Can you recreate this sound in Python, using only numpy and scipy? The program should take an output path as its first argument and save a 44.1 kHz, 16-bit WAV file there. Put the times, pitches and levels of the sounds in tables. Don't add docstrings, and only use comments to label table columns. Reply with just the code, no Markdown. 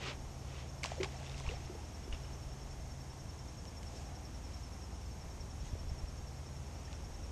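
import sys
import numpy as np
from scipy import signal
from scipy.fft import rfft, irfft, next_fast_len
from scipy.io import wavfile
from scipy.ndimage import uniform_filter1d

SR = 44100
rng = np.random.default_rng(int(sys.argv[2]) if len(sys.argv) > 2 else 0)


def amplitude_ratio(level_db):
    exponent = np.asarray(level_db, float) / 20
    return 10 ** exponent


def generate_wav(sig):
    pcm = np.round(np.clip(np.atleast_2d(sig).T, -1, 1) * 32767).astype(np.int16)
    wavfile.write(sys.argv[1], SR, pcm)


N = 322635

# pitch_hz, level_db
AIR_COLOUR = [(20, -18), (55, -1), (100, -3.5), (200, -9.5), (400, -16), (900, -18.5), (1400, -26.5),
              (2500, -29), (4300, -33), (6000, -29), (9300, -36.5), (10300, -40.5), (11500, -38.5),
              (13400, -40.5)]
AIR_DB = -50
# peak_s, level_db, rise_s, fall_s
GUSTS = [(.26, -40, .17, 0.07), (1.49, -40, 0.12, 0.2), (2.14, -34, 0.043, 0.037), (2.5, -44, .07, .08),
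         (2.69, -41, 0.098, .05), (2.83, -45, .06, .12), (3.24, -45, .14, .11), (4.13, -55, 0.27, .07),
         (5.2, -52, .12, .3), (5.93, -41.5, 0.39, .3), (7.13, -43, .1, .22)]
CALM_DB = -61
# peak_s, level_db, rise_s, fall_s
PASSES = [
    (0, -57, .3, 0.36),
    (1.04, -54, .45, 1.3),
    (4.03, -53, 0.18, .2),
]
ROAD_DB = -61
# multiple_of_engine_pitch, level_db
ENGINE_TONES = [(2, -64), (3, -54), (4, -53.5), (5, -63), (6, -66)]
ENGINE_HZ = 19.0
# time_s, level_db
HIGH_TONE_LEVEL = [(0, -48), (.28, -61), (.35, -52.5), (1.61, -51.5), (2.06, -76.5), (2.16, -54.5), (3.34, -53),
                   (3.75, -71), (4.01, -56), (4.95, -80), (5.11, -60.5), (6.72, -53.5), (7.2, -80)]
HIGH_TONE_HZ, HIGH_TONE_CLIMB_HZ_PER_S = 132.2, 0.38
# pitch_hz, spread_hz
CROWDS = [(5330, 70), (5620, 40), (5750, 40), (5900, 60), (6090, 15), (6450, 80), (6650, 120)]
CROWD_DB = [-74, -73, -80.5, -75, -91, -72, -73]
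# first_s, last_s, beat_s, pitch_hz, level_db
PHRASES = [
    (1.72, 2.19, .0929, 5345, -68),
    (2.276, 2.86, 0.11, 5400, -63),
    (2.34, 2.75, 0.23, 6130, -62),
    (4.076, 4.37, 0.09, 5340, -65),
    (4.465, 4.68, .1015, 5300, -62),
    (4.847, 5.07, .1065, 5290, -61),
    (5.652, 5.69, .024, 6550, -60),
]
PHRASE_EDGE_DB = 2
# time_s, lateness_ms, level_db, partner_db (against
SINGER = [(0, 19, -68, -20), (.23, 19, -59, -20), (.5, 20, -59, -20), (.8, 20, -54, -18),
          (1.25, 17.5, -58, -12), (1.7, 22, -55.5, -10), (2.2, 24, -55, -12), (2.9, 26, -54, -16),
          (3.6, 22, -51.5, -15), (4.2, 21, -54.5, -9), (4.6, 19, -54, -7), (4.95, 14, -58.5, -5),
          (5.4, 21, -53, -6), (5.9, 18, -53, -12), (6.4, 17.4, -56.5, -10), (7.32, 20, -55.5, -4)]
STROKE_S = .09635
UNEVEN_MS, UNEVEN_DB = 1.2, 1.2
# peak_s, level_db, rise_s, fall_s, brightness_db
SWISHES = [(.085, -43.5, 0.072, 0.043, -15), (.58, -57, .1, 0.065, -17), (.834, -50.5, .003, 0.018, 2),
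           (.861, -51, 0.011, 0.017, -2), (.9, -63.5, .05, .95, -3), (.92, -59, .025, 0.028, -4.5),
           (1.011, -56, 0.0044, .012, -12), (1.033, -45, .003, .008, -3.5), (1.046, -50, .006, 0.012, -9),
           (1.39, -65.5, 0.027, 0.033, 4), (1.3, -70, .08, 0.055, -8), (1.5, -57, 0.042, 0.048, -5),
           (2.129, -57, .004, 0.033, -16), (2.25, -69, 0.07, 0.079, -12), (3.97, -69, 0.09, 0.09, 7),
           (4.55, -73, .07, 0.045, 2), (5.67, -66, .03, .03, 1), (6.93, -70, 0.23, .05, -3)]
FIDGET_DB, FIDGET_BRIGHT_DB = -72.5, -6
# pitch_hz, width_hz, level_db
RUSTLE_MODES = [(450, 210, -0.5), (1100, 420, -1.5), (2510, 1340, 4), (3840, 2600, -0.5)]
# start_s, level_db, centre_hz, t60_s (time to fade by 60 dB)
TICKS = [(.8335, -29, 5960, 0.013), (0.8414, -21, 3900, .004), (.855, -43, 5000, .01),
         (0.858, -26, 3960, 0.011), (0.862, -43, 3000, .01), (0.9174, -44, 3500, 0.0096),
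         (1.0097, -37, 3000, .006), (1.032, -24, 3080, 0.0073), (1.034, -31, 4500, .006),
         (1.038, -39, 3000, 0.01), (1.0445, -30, 3500, 0.014), (1.05, -45, 3000, .01),
         (1.231, -40, 3000, .006), (1.318, -40, 3500, .006), (1.2966, -37, 4300, .005),
         (1.3448, -44, 4000, .005), (1.3798, -34, 5600, 0.0042), (1.4002, -32, 5500, 0.0075),
         (1.4094, -49, 6700, 0.0046), (1.466, -43, 3000, 0.0056), (1.49, -46, 3500, 0.0068),
         (1.511, -41, 5000, .01), (1.65, -37, 6000, 0.0052), (2.126, -39, 3500, 0.013),
         (2.146, -44, 3500, 0.0087), (3.654, -39, 3800, 0.0066), (3.83, -38, 4440, 0.017),
         (4.04, -47, 4480, 0.0045), (4.548, -51, 4980, 0.0093), (6.9296, -35, 4220, 0.0064)]
# start_s, level_db, pitch_hz
BUMPS = [
    (1.478, -21.5, 58),
    (1.563, -40, 110),
    (2.13, -30, 52),
    (5.7273, -28, 139),
    (5.734, -23, 74.76),
    (5.872, -27, 54.83),
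    (5.915, -27, 60.3),
    (6.035, -27, 55),
    (6.202, -33, 64.5),
]
# start_s, level_db, pitch_hz, t60_s, rise_per_s
BUBBLES = [(0.8407, -33, 606, 0.0098, 1), (.848, -22.5, 980, 0.0097, 5), (.859, -32.5, 650, 0.016, 5),
           (.918, -26, 686, 0.017, 5.5), (.98, -39.5, 524, 0.11, 1.2), (1.001, -29.5, 367, 0.14, 1.1),
           (1.0095, -30.5, 477, 0.025, 4), (1.033, -30, 400, 0.026, 3), (1.04, -37, 1100, 0.036, 1),
           (1.058, -29.5, 800, 0.014, 5), (1.21, -46.5, 670, 0.076, 1.3), (1.405, -46, 404, 0.048, 2),
           (1.405, -42, 1000, 0.022, 3), (1.455, -40, 850, .02, 3), (1.475, -38, 1070, 0.02, 3),
           (1.495, -37, 424, 0.045, 2), (1.515, -39, 438, 0.1, 10.8), (1.538, -40.5, 700, 0.038, 10),
           (1.697, -40.5, 361, 0.12, 1), (1.75, -38.5, 450, 0.031, 1.8), (2.078, -33, 380, 0.022, 2),
           (5.753, -31.5, 401, 0.013, 1)]
# start_s, level_db, pitch_hz, t60_s
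PINGS = [(0.833, -23.5, 2200, 0.011), (0.8586, -38, 3140, 0.015), (0.8614, -43, 1970, 0.015),
         (0.9173, -46, 2320, 0.015), (1.0024, -37, 2040, 0.015), (1.0091, -32, 2410, 0.012),
         (1.0306, -24, 2130, 0.012), (1.0444, -36, 2060, 0.015), (1.048, -46.5, 3340, 0.015),
         (1.2296, -50, 2260, 0.015), (1.2645, -42, 3430, 0.015), (1.2955, -38, 3600, 0.013),
         (1.3437, -39, 2640, 0.016), (1.3894, -48, 2630, 0.015), (1.4381, -43, 2100, 0.015),
         (1.4641, -34, 2410, 0.013), (1.49, -22, 2700, 0.0082), (1.5105, -36, 2010, 0.013),
         (1.5594, -45, 2200, 0.015), (1.7933, -49, 2600, 0.015), (2.1262, -34, 2800, 0.02),
         (2.1324, -43, 2200, 0.015), (2.1454, -41, 2680, 0.015), (2.2483, -44, 2820, 0.015),
         (6.878, -47, 1770, 0.025), (2.126, -46, 4700, .01), (6.938, -47, 1500, .02),
         (2.255, -48, 2300, .012), (1.265, -45, 2550, .015)]
SPATTER_START_S, SPATTER_END_S, SPATTER_DB = .84, 1.7, -14
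# pitch_hz, share
TREBLE_GATE = [(8400, 0), (9300, 1.1), (10300, 2.8), (11300, 2.2), (13300, 2.6), (13500, 4.3), (14000, 5.0)]


def spectral(x, gain):
    size = next_fast_len(N)
    f = np.arange(size // 2 + 1) * SR / size + 1e-3
    return irfft(rfft(x, size) * gain(f), size)[:N]


def hiss(hz, width):
    size = next_fast_len(N)
    f = np.arange(size // 2 + 1) * SR / size
    noise = rng.standard_normal(2 * len(f)).view(complex)
    x = irfft(noise * np.exp(-((f - hz) / width) ** 2), size)[:N]
    return x / np.std(x)


def walk(rate):
    k = int(SR / rate)
    held = np.repeat(rng.standard_normal(N // k + 1), k)
    return 0.99 * uniform_filter1d(uniform_filter1d(held, k), k)[:N]


def curve(table):
    s, *columns = np.transpose(table)
    return [np.interp(np.arange(N) / SR, s, c) for c in columns]


def swells(table, rest_db):
    t = np.arange(0, N / SR, .001)
    gain = amplitude_ratio(rest_db)
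    for s, db, rise, fall in table:
        width = np.where(t < s, rise, fall)
        gain = gain + amplitude_ratio(db) * np.exp(-((t - s) / width) ** 2)
    return np.interp(np.arange(N) / SR, t, gain)


def add(out, s, db, wave):
    i = max(int(s * SR), 0)
    wave = wave[:max(N - i, 0)]
    out[i:i + len(wave)] += amplitude_ratio(db) * wave


def ring(hz, t60, rise, attack=0.0016):
    t = np.arange(int(t60 * SR)) / SR
    fade = np.minimum(t / attack, 1) * 1000. ** (-t / t60)
    return fade * np.sin(2 * np.pi * hz * t * (1 + rise * t / 2))


def chirp(hz, length, fall):
    t = np.arange(int(length * SR)) / SR
    tone = np.sin(2 * np.pi * hz * t * (1 + fall * (.5 - t / length / 2)))
    return np.sin(np.pi * t / length) * tone


def air():
    out, swell = 0, walk(0.14)
    for hz in 20 * 2 ** np.arange(0, 9.5, 1 / 3):
        calm = 1 / (1 + (hz / 5000) ** 2)
        flicker = amplitude_ratio(calm * (0.16 * swell + 0.97 * walk(4.02)))
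        out = out + np.sqrt(hz) * flicker * hiss(hz, hz / 5)
    hz, db = np.transpose(AIR_COLOUR)
    out = spectral(out, lambda f: amplitude_ratio(np.interp(np.log(f), np.log(hz), db)))
    wind = amplitude_ratio(-9.0) * swells(GUSTS, CALM_DB) * hiss(38, 24)
    tyres = amplitude_ratio(-9.5) * swells(PASSES, ROAD_DB) * hiss(730, 160)
    return amplitude_ratio(AIR_DB) * out / np.std(out) + wind + tyres


def machines():
    turn = 2 * np.pi * np.cumsum(ENGINE_HZ * (1 + 0.0033 * walk(0.99))) / SR
    engine = sum(amplitude_ratio(db + 2.0 * walk(1.32)) * np.sin(k * turn + k * k) for k, db in ENGINE_TONES)
    high_hz = HIGH_TONE_HZ + HIGH_TONE_CLIMB_HZ_PER_S * np.arange(N) / SR
    high_tone = amplitude_ratio(curve(HIGH_TONE_LEVEL)[0]) * np.sin(2 * np.pi * np.cumsum(high_hz) / SR)
    return np.sqrt(2) * (engine + high_tone)


def far_chorus():
    out = np.zeros(N)
    for (hz, spread), db in zip(CROWDS, CROWD_DB):
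        crowd = np.zeros(N)
        for t, (a, b) in zip(rng.random(1300) * N / SR, rng.standard_normal((1300, 2))):
            add(crowd, t, 1.4 * b, chirp(hz + spread * a, 0.041, 0.0036))
        out += amplitude_ratio(db) * crowd / np.std(crowd)
    return out


def crickets():
    out = np.zeros(N)
    for first, last, step, hz, db in PHRASES:
        for t in np.arange(first, last, step):
            edge = abs(2 * (t - first) / (last - first) - 1)
            add(out, t - .014, db + PHRASE_EDGE_DB * edge, chirp(hz, 0.034, 0.024))
    beat = np.arange(0, N / SR, STROKE_S)
    s, *controls = np.transpose(SINGER)
    late, level, upper = (np.interp(beat, s, c) for c in controls)
    for k, (a, b, c, d) in enumerate(rng.standard_normal((len(beat), 4))):
        t = beat[k] + (late[k] + UNEVEN_MS * c) / 1000
        db = level[k] + UNEVEN_DB * d
        add(out, t - .015, db - 2.0, chirp(5438 + 10 * a, 0.029, .014 + .007 * b))
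        add(out, t - .017, db + upper[k] + 1.66 * b, chirp(5610 + 15 * b, 0.02, 0.018))
    return out * amplitude_ratio(1.6 * walk(250))


def motion():
    return swells([row[:-1] for row in SWISHES], FIDGET_DB)


def rustle():
    bright_swishes = [(s, db + b, rise, fall) for s, db, rise, fall, b in SWISHES]
    bright = swells(bright_swishes, FIDGET_DB + FIDGET_BRIGHT_DB)
    grain = amplitude_ratio(1.54 * walk(250) + 0.49 * walk(40))
    body = sum(amplitude_ratio(db) * hiss(hz, width) for hz, width, db in RUSTLE_MODES)
    return grain * (motion() * body / np.std(body) + bright * hiss(5770, 2570))


def handling():
    out = np.zeros(N)
    t = np.arange(600) / SR
    for (s, db, hz, t60), noise in zip(TICKS, rng.standard_normal((len(TICKS), 600))):
        band = signal.butter(2, [.4 * hz, 1.7 * hz], "band", fs=SR)
        edge = t == 0
        crack = signal.lfilter(*band, edge + 0.18 * noise * 1000. 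** (-t / t60))
        add(out, s, db, -crack / np.abs(crack).max())
    for s, db, hz in BUMPS:
        add(out, s, db, ring(hz, 2.7 / hz, 0, attack=0.245 / hz))
    return out


def spatter():
    out = np.zeros(N)
    for when, pitch, size in rng.random((450, 3)):
        hz = 1800 * 2.4 ** pitch
        s = SPATTER_START_S + when * (SPATTER_END_S - SPATTER_START_S)
        add(out, s, -2.5 * np.log(size), ring(hz, 14 / hz, 8, attack=0.00024))
    return motion() * amplitude_ratio(SPATTER_DB) * out / np.std(out)


def splash():
    out = np.zeros(N)
    for s, db, hz, t60, rise in BUBBLES:
        add(out, s, db, ring(hz, t60, rise, attack=0.0015))
    for (s, db, hz, t60), noise in zip(PINGS, rng.standard_normal((len(PINGS), 2048))):
        puff = uniform_filter1d(noise, size=6)[:int(t60 * SR)]
        add(out, s, db, ring(hz, t60, 7.0) * (1 + 0.22 * puff))
    return out


def scene():
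    cover = signal.butter(2, 6500, fs=SR, output="sos")
    near = signal.sosfilt(cover, handling() + spatter() + splash())
    mono = air() + machines() + far_chorus() + crickets() + rustle() + near
    return np.array([mono, mono])


def lost_treble(x):
    hop = 1024
    n, k = np.arange(2 * hop), np.arange(380, 700)
    window = np.sin(np.pi * (n + .5) / (2 * hop))
    basis = window * np.cos(np.pi / hop * np.outer(k + .5, n + .5 + hop / 2))
    blocks = np.pad(x, (hop, 2 * hop - N % hop)).reshape(-1, hop)
    lines = np.hstack([blocks[:-1], blocks[1:]]) @ basis.T
    share = np.interp(k * SR / 2 / hop, *np.transpose(TREBLE_GATE))
    limit = np.median(np.abs(lines), axis=0) * share
    frames = 2 / hop * (lines * (np.abs(lines) < limit)) @ basis
    return (frames[:-1, hop:] + frames[1:, :hop]).ravel()[:N]


def band_limit(x):
    return signal.sosfilt(signal.butter(12, 13910, fs=SR, output="sos"), x)


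def record(dry):
    mix = dry - lost_treble(dry[0])
    return band_limit(mix)


dry = scene()
out = record(dry)
generate_wav(out)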